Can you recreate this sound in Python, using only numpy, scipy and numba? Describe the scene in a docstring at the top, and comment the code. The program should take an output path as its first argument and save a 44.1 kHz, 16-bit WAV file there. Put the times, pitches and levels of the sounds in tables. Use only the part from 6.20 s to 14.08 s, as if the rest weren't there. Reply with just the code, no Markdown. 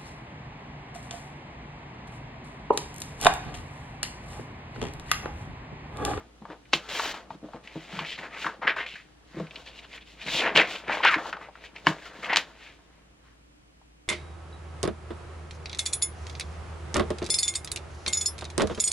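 """Paper rustles softly on a table, over a low hum and a faint microphone hiss, in a small room.
Sheets are slid, lifted and bent over a plastic trimmer: their fibres slip in thousands of tiny clicks,
hands knock the table top and creases snap. The guide rail claps shut and the blade slides along it.
Later the handling grows louder, taut sheets pop from one bend to the other and the rail claps again."""
import sys
import numpy as np
from scipy import signal
from scipy.fft import rfft, irfft
from scipy.io import wavfile
from scipy.ndimage import uniform_filter1d
from numba import njit

SR = 44100
rng = np.random.default_rng(int(sys.argv[2]) if len(sys.argv) > 2 else 0)


def bounce(signal):
    """Save signal as a 16-bit WAV file at the path given by the first command-line argument."""
    frames = np.transpose(np.atleast_2d(signal))
    limited = np.clip(frames, -1, 1)
    pcm = np.round(limited * 32767).astype(np.int16)
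    wavfile.write(sys.argv[1], SR, pcm)


N = 347508


def amp(db):
    return 10 ** (np.asarray(db) / 20)


def unit(x):
    return x / np.sqrt(np.mean(x ** 2))


def read_curve(table, column=1):
    """Read a table at every frequency of the spectrum."""
    rows = np.array(table, float)
    return np.interp(np.log(np.fft.rfftfreq(N, 1 / SR) + 1), np.log(rows[:, 0]), rows[:, column])


def colour(x, gain):
    return irfft(rfft(x) * gain, N)


def cut(x, order, hz, kind):
    return signal.sosfilt(signal.butter(order, hz, kind, fs=SR, output="sos"), x)


@njit
def band(x, hz, q):
    """Keep the sound near a steady or moving pitch; a higher q rings longer."""
    out, tuning = np.empty(len(x)), np.tan(np.pi * (hz + np.zeros(len(x))) / SR)
    mid, low = 0., 0.
    for i, g in enumerate(tuning):
        v = (mid + g * (x[i] - low)) / (1 + g * (g + 1 / q))
        mid, low = 2 * v - mid, low + 2 * g * v
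        out[i] = v / q
    return out


def grains(per_s, spread_db):
    """Tiny random slips, a few much larger than the rest."""
    size = amp(spread_db * np.minimum(rng.exponential(size=N), 5))
    slips = (rng.random(N) < per_s / SR) * size * rng.standard_normal(N)
    return slips / np.sqrt(uniform_filter1d(slips ** 2, SR // 4) + 1e-12)


def flicker(per_s, db):
    """A multiplier that wanders randomly around 1."""
    step = int(SR / per_s)
    return amp(db * uniform_filter1d(np.repeat(rng.standard_normal(N // step + 1), step), step)[:N])


def place(track, start_s, peak_db, sound):
    i = int(start_s * SR)
    track[i:i + len(sound)] += amp(peak_db) * sound[:N - i] / np.abs(sound).max()


# Moves of the paper and blade: (time at full strength [s], swell [s], hold [s], fade [s],
# pitch [Hz], ring level [dB], scrape level [dB], body level [dB])
PAPER_MOVES = [(0.0, 0.0157, 0.0023, .06, 1368, -42.5, -79, -41.5),
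               (0.32, 0.097, 0.0019, 0.076, 1054, -47.5, -66, -42),
               (0.539, 0.0152, 0.0087, .06, 2894, -31, -36, -37.5),
               (0.658, 0.207, 0.027, 0.034, 1513, -44.5, -57, -52),
               (0.69, 0.0094, .228, 0.03, 2505, -37, -43.5, -41.5),
               (0.83, 0.205, 0.03, 0.17, 1050, -34, -45.5, -36.5),
               (0.943, 0.0117, 0.0023, 0.14, 1400, -33.5, -50.5, -38.5),
               (1.103, 0.011, 0.0464, 0.04, 986.4, -57.5, -67, -52.5),
               (1.239, 0.0135, 0.021, 0.11, 893.6, -57.5, -71, -52),
               (1.359, 0.138, 0.0019, 0.06, 1034, -60.5, -65.5, -43),
               (1.441, 0.018, 0.187, .3, 2198, -50, -62, -53.5),
               (1.725, 0.216, 0.039, .05, 1906, -44, -57.5, -48.5),
               (1.787, 0.13, 0.0365, 0.14, 1903, -37, -52.5, -41.5),
               (1.866, 0.055, 0.0628, 0.14, 2350, -36.5, -51, -57),
               (1.982, 0.0185, 0.0134, 0.1, 2004, -39, -52.5, -42),
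               (2.036, 0.054, 0.0215, 0.074, 1814, -35.5, -58.5, -38.5),
               (2.141, 0.067, 0.0317, .1, 1800, -39, -71, -47.5),
               (2.226, 0.14, 0.0129, .03, 2213, -34, -48.5, -48),
               (2.257, 0.039, 0.0073, 0.13, 1406, -28.5, -50.5, -34.5),
               (2.421, 0.0109, 0.051, 0.054, 1507, -29.5, -73, -34.5),
               (2.472, 0.011, 0.0098, 0.07, 1857, -15.5, -72.5, -31),
               (2.565, 0.0095, 0.034, 0.13, 1698, -30.5, -57.5, -40.5),
               (2.607, 0.071, 0.0108, .07, 2075, -30, -65.5, -52),
               (2.666, .008, 0.106, 0.12, 2364, -41.5, -57, -58.5),
               (3.19, 0.163, .002, 0.24, 1514, -45, -58, -53.5),
               (3.355, 0.187, 0.0576, 0.086, 2394, -54.5, -59.5, -48.5),
               (3.464, 0.041, 0.0315, .06, 2800, -47, -60.5, -53),
               (3.564, 0.154, 0.0337, 0.054, 2600, -46.5, -59, -56),
               (3.629, .04, 0.0208, .05, 2391, -47.5, -64.5, -54),
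               (3.755, 0.132, 0.0076, 0.044, 2300, -39.5, -54.5, -49.5),
               (3.812, 0.0153, 0.0101, 0.053, 2506, -49.5, -70, -69.5),
               (3.872, 0.05, 0.0254, 0.23, 2506, -53.5, -60.5, -65),
               (4.025, 0.0592, 0.00204, 0.075, 2520, -34.5, -51, -47),
               (4.066, 0.0053, 0.021, .1, 2357, -39, -52.5, -42),
               (4.132, 0.129, 0.029, .1, 3100, -30.5, -41.5, -42),
               (4.19, 0.144, 0.0187, 0.092, 2804, -23.5, -36.5, -34),
               (4.244, 0.132, 0.0203, 0.14, 1875, -22.5, -63.5, -27),
               (4.361, 0.018, 0.015, .12, 2500, -16, -39.5, -20),
               (4.404, 0.062, 0.0042, 0.08, 2048, -18.5, -44, -28),
               (4.508, .12, .035, 0.15, 2400, -34, -48.5, -41),
               (4.68, .015, 0.025, 0.085, 1494, -25.5, -59.5, -33),
               (4.721, 0.101, 0.0243, 0.29, 2017, -31.5, -50, -34.5),
               (4.836, 0.0135, 0.0168, 0.22, 1792, -17, -51, -32.5),
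               (4.88, 0.0564, 0.00406, 0.042, 2166, -14, -58.5, -40.5),
               (4.912, 0.0244, 0.0192, 0.066, 2050, -24, -45, -43),
               (4.984, 0.019, 0.115, 0.05, 1250, -39, -52.5, -40),
               (5.13, 0.0042, 0.0037, 0.1, 1704, -35.5, -65.5, -38.5),
               (5.225, 0.102, 0.0204, .08, 1907, -47.5, -64, -47),
               (5.445, 0.216, 0.0126, 0.1, 2174, -47, -59.5, -50.5),
               (5.559, 0.032, 0.025, 0.099, 2185, -48, -59, -49),
               (5.682, 0.0365, 0.00205, 0.084, 1190, -31, -40.5, -30.5),
               (5.866, 0.258, 0.0022, 0.077, 1970, -42.5, -52, -46.5),
               (5.942, 0.105, 0.172, 0.055, 1583, -49.5, -61.5, -49.5),
               (6.032, 0.0194, 0.032, 0.13, 1858, -37, -53, -39),
               (6.097, 0.0066, 0.024, 0.1, 1908, -26, -60, -37.5),
               (6.13, 0.0142, 0.016, 0.09, 1940, -23.5, -52, -33.5),
               (6.163, 0.0095, 0.009, 0.071, 2196, -25.5, -33, -35),
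               (6.283, 0.11, 0.0262, .12, 1200, -56, -63.5, -52),
               (6.44, 0.26, 0.0508, 0.13, 2393, -47, -62.5, -57),
               (6.793, .6, 0.0021, 0.25, 1695, -62, -87.5, -63),
               (7.061, .11, 0.002, .27, 1550, -58.5, -73.5, -70)]


def paper_moves():
    """Each move swells, holds and fades. Gives the pitch and the strengths of ring, scrape and body."""
    slope_db, sag_octaves = 30, 0.32  # as a move fades, its ring drops and sinks in pitch
    stir_db, stir_hz, stir_end_s = (-70, -76.5, -66), 1400, 6.6  # hands are never quite still
    t = np.arange(0, N, 32) / SR
    time, swell, hold, fade, hz, *levels = np.array(PAPER_MOVES, float).T[:, :, None]
    rising = np.maximum(time - t, 0) / swell
    dying = np.maximum(t - time - hold, 0) / fade
    stir_drop = slope_db * np.maximum(t - stir_end_s, 0)
    powers = []
    for db, steepness, rest_db in zip(levels, (1, 0.91, 0.73), stir_db):
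        move_db = db - steepness * slope_db * (rising + dying)
        powers.append(amp(np.vstack((move_db, rest_db - stir_drop))) ** 2)
    octaves = np.log2(hz) - sag_octaves * np.minimum(dying, 1)
    octaves = np.vstack((octaves, np.full(len(t), np.log2(stir_hz))))
    pitch = 2 ** np.average(octaves, axis=0, weights=powers[0])  # the loudest move counts most
    gains = [np.sqrt(power.sum(axis=0)) for power in powers]
    return [np.interp(np.arange(N) / SR, t, curve) for curve in [pitch] + gains]


def rustle(hz, ring_gain, body_gain):
    """Slipping fibres shake the sheet into a bright ring and a dull body; air flaps underneath."""
    hz = np.clip(hz * flicker(25, 0.83), 300, 6000)
    slips = grains(6000, 2.2)
    sheet = unit(band(band(band(slips, hz, 1.0), hz, 0.99), 0.984 * hz, 1.1))
    # patches of the bent sheet ring longer, at pitches that wander as the bend moves
    for ratio in (.7, 1.3):
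        strength = amp(-11) * flicker(14, 5.2)
        patch_hz = np.clip(ratio * hz * flicker(9, 1.1), 300, 9000)
        sheet += strength * unit(band(slips, patch_hz, 14.0))
    sheet += amp(-14) * unit(band(grains(600, 2.2), np.clip(1.2 * hz, 300, 9000), 4.1))  # tiny creases
    body = unit(band(band(grains(3000, 0.84), 620, 0.49), 620, 0.7))
    flap = unit(band(band(grains(1100, 3.7), 200, 0.76), 200, 0.45))
    pressure = flicker(60, 1.8)
    paper = pressure * (amp(-5) * ring_gain * sheet + amp(-2.5) * body_gain * body)
    # the air follows the body slowly, with about half its swing in dB
    air_gain = amp(-32.5) * uniform_filter1d(body_gain, int(0.18 * SR)).clip(0) ** 0.5545
    return paper + air_gain * flicker(4.2, 1.7) * flap


# The tone of an edge scraping paper: (frequency [Hz], level [dB])
SCRAPE_TONE = [(1760, -13), (3000, -2.5), (3200, -4), (3780, -4.5), (5840, -15), (6860, -14.5),
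               (9600, -31.5), (14100, -36), (16000, -34)]


def scrape(gain):
    """An edge rubs the paper with a dry hiss, at two spots on the sheet."""
    pressure = amp(5) * gain * flicker(21, 2.2)
    tone = amp(read_curve(SCRAPE_TONE))
    return [pressure * unit(colour(grains(9000, 1.5), tone)) for _ in range(2)]


# The tone of the microphone hiss: (frequency [Hz], level [dB])
HISS_TONE = [(50, -44.5), (85, -17.5), (123, -3), (249, -12), (303, -2.5), (331, -13), (697, -19),
             (887, -21), (2960, -23.5), (3610, -28.5), (9460, -35), (16000, -58)]
# How wide the hiss sounds: (frequency [Hz], side level above mid [dB])
HISS_WIDTH = [(60, -26.5), (110, -9), (200, -5.5), (380, 2.5), (700, 4.5), (1290, 5), (2380, 4),
              (4400, 5.5), (8120, 5.5), (15000, 8)]


def microphone_hiss():
    """Two microphones hiss. Mid is what left and right share; side is how they differ."""
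    tone = amp(read_curve(HISS_TONE))
    mid = colour(rng.standard_normal(N), tone)
    side = colour(rng.standard_normal(N), tone * amp(read_curve(HISS_WIDTH)))
    return amp(-63.45) * np.array([mid, side]) / np.sqrt(np.mean(mid ** 2))


# How the hum rises and falls: (time [s], relative level [dB])
HUM_LEVELS = [(0.0, -61.5), (2.57, -65), (3.18, -64), (3.53, -58.5), (3.88, -60.5), (4.91, -61),
              (5.11, -62.5), (7.88, -62.5)]


def hum():
    """A low tone, roughened by noise near the same pitch."""
    hz, width_hz = 56.63, 26
    t = np.arange(N) / SR
    waver = unit(band(rng.standard_normal(N), hz, hz / width_hz))
    db = np.interp(t, *np.transpose(HUM_LEVELS)) + 3.5
    return amp(db) * (np.sin(2 * np.pi * hz * t) + 0.41 * waver)


def strike(blows, tones, scatter_db, db_per_octave, rattle_s):
    """Each blow rings an object's own tones, most of all near the pitch that the struck spot favours."""
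    out, t = np.zeros(N), np.arange(SR // 5) / SR
    hz, db, ring_s = np.array(tones, float).T[:, :, None]
    chance = rng.standard_normal((len(blows), 2, len(tones), 1))
    rattles = rng.standard_normal((len(blows), SR // 40)) ** 3 * np.exp(-t[:SR // 40] / rattle_s)
    for (time, peak_db, contact_ms, spot_hz), (loud, detune), rattle in zip(blows, chance, rattles):
        gain = amp(db + scatter_db * loud - db_per_octave * np.abs(np.log2(hz / spot_hz)))
        waves = np.sin(2 * np.pi * hz * (1 + 0.025 * detune) * t)
        ring = np.sum(gain * amp(-60 * t / ring_s) * waves, axis=0)
        ring = signal.fftconvolve(ring, np.r_[1, 0.14 * rattle])  # loose parts chatter
        contact = np.hanning(3 + int(contact_ms * SR / 500))  # a longer touch sounds duller
        place(out, time, peak_db, np.convolve(ring, contact))
    return out


# Knocks on the table: (time [s], level [dB], contact [ms], favoured pitch [Hz])
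TABLE_KNOCKS = [(0.217, -35.5, 0.65, 182), (0.296, -34, 0.85, 350), (0.532, -27.5, 1.25, 306),
                (1.104, -35, 1.33, 210), (1.148, -36, 1.25, 165), (1.228, -33, 0.44, 400),
                (1.241, -31, 0.337, 329), (1.342, -26.5, 0.7, 440), (1.556, -27.5, 0.176, 369),
                (1.73, -30.5, 1.55, 142), (1.768, -33, 2.9, 151), (1.805, -33.5, 1.42, 150),
                (1.982, -37, 0.4, 290), (2.254, -30.5, 0.55, 319), (2.465, -40.5, 1.2, 513),
                (3.143, -34, 0.6, 320), (3.169, -26.5, 0.2, 210), (3.198, -27.5, 0.57, 158),
                (3.226, -31, 0.87, 150), (4.06, -32, 0.58, 278), (4.139, -31, 0.84, 374),
                (4.349, -22, 1.34, 267), (4.679, -28, 0.75, 560), (4.958, -24, 0.72, 330),
                (5.668, -16.5, 0.865, 227.6), (5.695, -29.5, 1.77, 199), (5.715, -35.5, 2.6, 195)]
# The table top's own tones: (pitch [Hz], level [dB], time to fade by 60 dB [s])
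TABLE_TONES = [(122, -7, 0.14), (157, 2, 0.11), (199, 0, 0.08), (274, -1, 0.07), (321, 5, 0.08),
               (380, 2.5, 0.05), (483, 4.5, 0.045), (640, 2, 0.04)]


def table_knocks():
    """Hands and trimmer bump the table top, which answers with low thuds."""
    return strike(TABLE_KNOCKS, TABLE_TONES, scatter_db=3, db_per_octave=8.5, rattle_s=0.02)


# Creases giving way: (time [s], level [dB], pitch [Hz])
CREASE_SNAPS = [(0.221, -39, 910), (0.252, -29.5, 892), (0.301, -31, 1043), (0.454, -45, 2150),
                (0.527, -26.5, 2500), (0.538, -9.5, 3060), (0.794, -16, 1011), (1.104, -25.5, 910),
                (1.285, -37, 600), (1.334, -31.5, 947), (1.473, -30, 2374), (1.789, -20.5, 1017),
                (1.791, -20.5, 2570), (1.847, -24, 1974), (1.987, -27, 2140), (2.244, -19, 1440),
                (2.265, -14, 1240), (2.418, -29, 986), (2.477, -16.5, 1690), (2.563, -24, 1220),
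                (2.583, -22.5, 1400), (2.663, -22.5, 2395), (2.755, -30, 1810), (3.198, -23.5, 477),
                (3.268, -37, 2420), (3.308, -30.5, 2950), (3.357, -27, 3060), (3.474, -33.5, 2760),
                (3.589, -34.5, 2530), (3.644, -42, 1490), (3.728, -33.5, 2600), (3.777, -31.5, 2060),
                (4.014, -30, 2492), (4.063, -25.5, 2284), (4.082, -22, 1880), (4.353, -14.5, 2600),
                (4.367, -10.5, 2900), (4.372, -11, 2600), (4.397, -9.5, 1860), (4.414, -9.5, 2020),
                (4.449, -21, 2062), (4.471, -25.5, 2410), (4.694, -17, 892), (4.724, -16.5, 2280),
                (4.749, -21.5, 2103), (4.77, -21.5, 867.5), (4.803, -21, 916.7), (4.849, -7, 980),
                (4.941, -8, 2051), (4.953, -18, 1549), (4.982, -24, 870.3), (5.056, -25, 935),
                (5.127, -20, 1411), (5.167, -30.5, 1090), (5.212, -33, 1193), (5.286, -32.5, 696.8),
                (5.353, -34, 1396), (5.438, -35.5, 1950), (5.561, -29, 2353), (5.663, -25.5, 2262),
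                (5.669, -7.5, 2263), (6.03, -28, 1660), (6.044, -25, 2680), (6.093, -26.5, 2210),
                (6.1, -22.5, 800), (6.128, -15, 872.7), (6.131, -12.5, 2320), (6.177, -19.5, 2500),
                (6.182, -21, 2480), (7.613, -49.5, 930)]


def crease_snaps():
    """A crease gives way in a spray of slips that rings the sheet around one pitch."""
    out, t = np.zeros(N), np.arange(SR // 12) / SR
    onset = 1 - np.exp(-(t / 0.00076) ** 2)
    front = 1 + amp(1.5) * np.exp(-t / 0.00066)  # the first slips are the strongest
    for time, db, hz in CREASE_SNAPS:
        ring_s = 0.045 / (hz / 1000) ** 0.061  # higher creases die a little sooner
        spray = rng.standard_normal(len(t)) * onset * front * amp(-60 * t / ring_s)
        ring = band(band(spray, hz, 2.7), hz, 0.94)
        edge = amp(-21) * band(spray, 1.3 * hz, 1.0)
        place(out, time, db - 0.5, ring + edge)
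    return out


# The rail hitting its base: (time [s], level [dB], contact [ms], favoured pitch [Hz])
RAIL_CLAPS = [(.5328, -1, 0.028, 3000), (.5352, -4.5, .04, 3900), (5.6685, -6, 0.1, 2087)]
# The rail's own tones: (pitch [Hz], level [dB], time to fade by 60 dB [s])
RAIL_TONES = [(864, -5, 0.035), (1080, -1, 0.04), (1315, 4.5, 0.016), (1800, 6, .014), (2110, 7, 0.012),
              (2380, 5, 0.012), (2700, 7, .012), (3150, 7, 0.011), (3870, 8, .011), (4580, 7, .009),
              (5310, 4, .008)]


def rail_claps():
    """The plastic guide rail claps shut with a short, bright ring."""
    return strike(RAIL_CLAPS, RAIL_TONES, scatter_db=1.5, db_per_octave=12, rattle_s=0.0022)


def blade_slide():
    """The blade's holder judders along the rail and rings it; the blade hisses through the paper."""
    start_s, end_s = 0.7, 0.931
    t, slips = np.arange(N) / SR, grains(2300, 1.05)
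    judder = np.zeros(N)
    for hz, db, ring_s in RAIL_TONES:
        resonance = signal.iirpeak(hz, hz * ring_s / 3, fs=SR)
        judder += amp(db) / np.sqrt(hz) * signal.lfilter(*resonance, slips)
    sliding = np.clip(np.minimum((t - start_s) / 0.045, (end_s - t) / 0.015), 0, 1)
    hiss = cut(grains(8000, 1.53), 4, 10000, "high")
    return sliding * flicker(41.16, 2) * np.array([amp(-39.5) * unit(judder), amp(-57) * unit(hiss)])


# Pops of a taut sheet: (time [s], level [dB], pitch [Hz], ringing [q])
SHEET_POPS = [(4.3745, -4, 2800, 1.6), (4.8505, -4, 1500, 1.1), (5.6698, -2, 1100, 2.5),
              (6.1603, -.5, 2200, 1.3), (6.1698, -1, 3200, 1.8), (6.171, -11, 1100, 1.5),
              (6.1726, -4, 3800, 1.6)]


def sheet_pops():
    """A taut sheet flips to its other bend: one sharp push, then a weaker rebound."""
    out, push = np.zeros(N), np.zeros(SR // 50)
    push[0], push[SR // 700] = 1, -.15
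    for time, db, hz, q in SHEET_POPS:
        place(out, time, db - 1, band(band(push, hz, q), hz, 0.5))
    return out


def room_echo(sound):
    """A small room returns a short wash of echoes, as mid and side."""
    fade_s, mid_db, side_db = 0.18, -16, -29
    t = np.arange(SR // 2) / SR
    tails = rng.standard_normal((2, len(t))) * amp(-60 * t / fade_s) * (t > .004)
    tails = cut(tails, 1, 4700, "low")
    tails *= amp([[mid_db], [side_db]]) / np.linalg.norm(tails, axis=1, keepdims=True)
    return signal.fftconvolve(sound[None], tails, axes=1)[:, :N]


# How the two microphones differ: (frequency [Hz], side level above mid [dB], side's lead [radians])
MICROPHONE_PAIR = [(59.5, -26, 1.2), (130, -29, 1.2), (300, -30, .3), (600.6, -14, 0.087),
                   (1282, -15.5, .5), (2400, -25, .8), (4400, -7.5, 1.2), (8130, -3, 1.4),
                   (15250, 2.5, 1.7)]


def stereo_side(sound):
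    """Two close microphones hear the bass alike and the treble differently."""
    lead = np.exp(1j * read_curve(MICROPHONE_PAIR, column=2))
    return colour(sound, amp(read_curve(MICROPHONE_PAIR)) * lead)


def scene():
    """Mix paper, table and trimmer with the room, into left and right."""
    hz, ring_gain, scrape_gain, body_gain = paper_moves()
    soft = rustle(hz, ring_gain, body_gain) + crease_snaps() + table_knocks()
    # limp paper and plastic give off little treble or deep bass; sharp claps and pops reach higher
    soft = cut(cut(soft, 3, 4857, "low"), 3, 140, "high")
    judder, blade_hiss = blade_slide()
    hard = cut(rail_claps() + judder + sheet_pops(), 3, [280, 7070], "band")
    scrape_here, scrape_there = scrape(scrape_gain)
    near = soft + scrape_here + hard + blade_hiss
    side = stereo_side(near + 1.2 * scrape_there)
    mid, side = np.array([near, side]) + room_echo(near) + microphone_hiss()
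    mid += hum()
    return np.array([mid + side, mid - side])


def record(dry):
    """The loudest peaks are rounded off softly, and the recorder cuts the highest treble."""
    ceiling, top_hz = .93, 15900
    rounded = dry / (1 + np.abs(dry / ceiling) ** 6) ** (1 / 6)
    return signal.sosfilt(signal.ellip(12, .2, 95, top_hz, fs=SR, output="sos"), rounded)


dry = scene()
out = record(dry)
bounce(out)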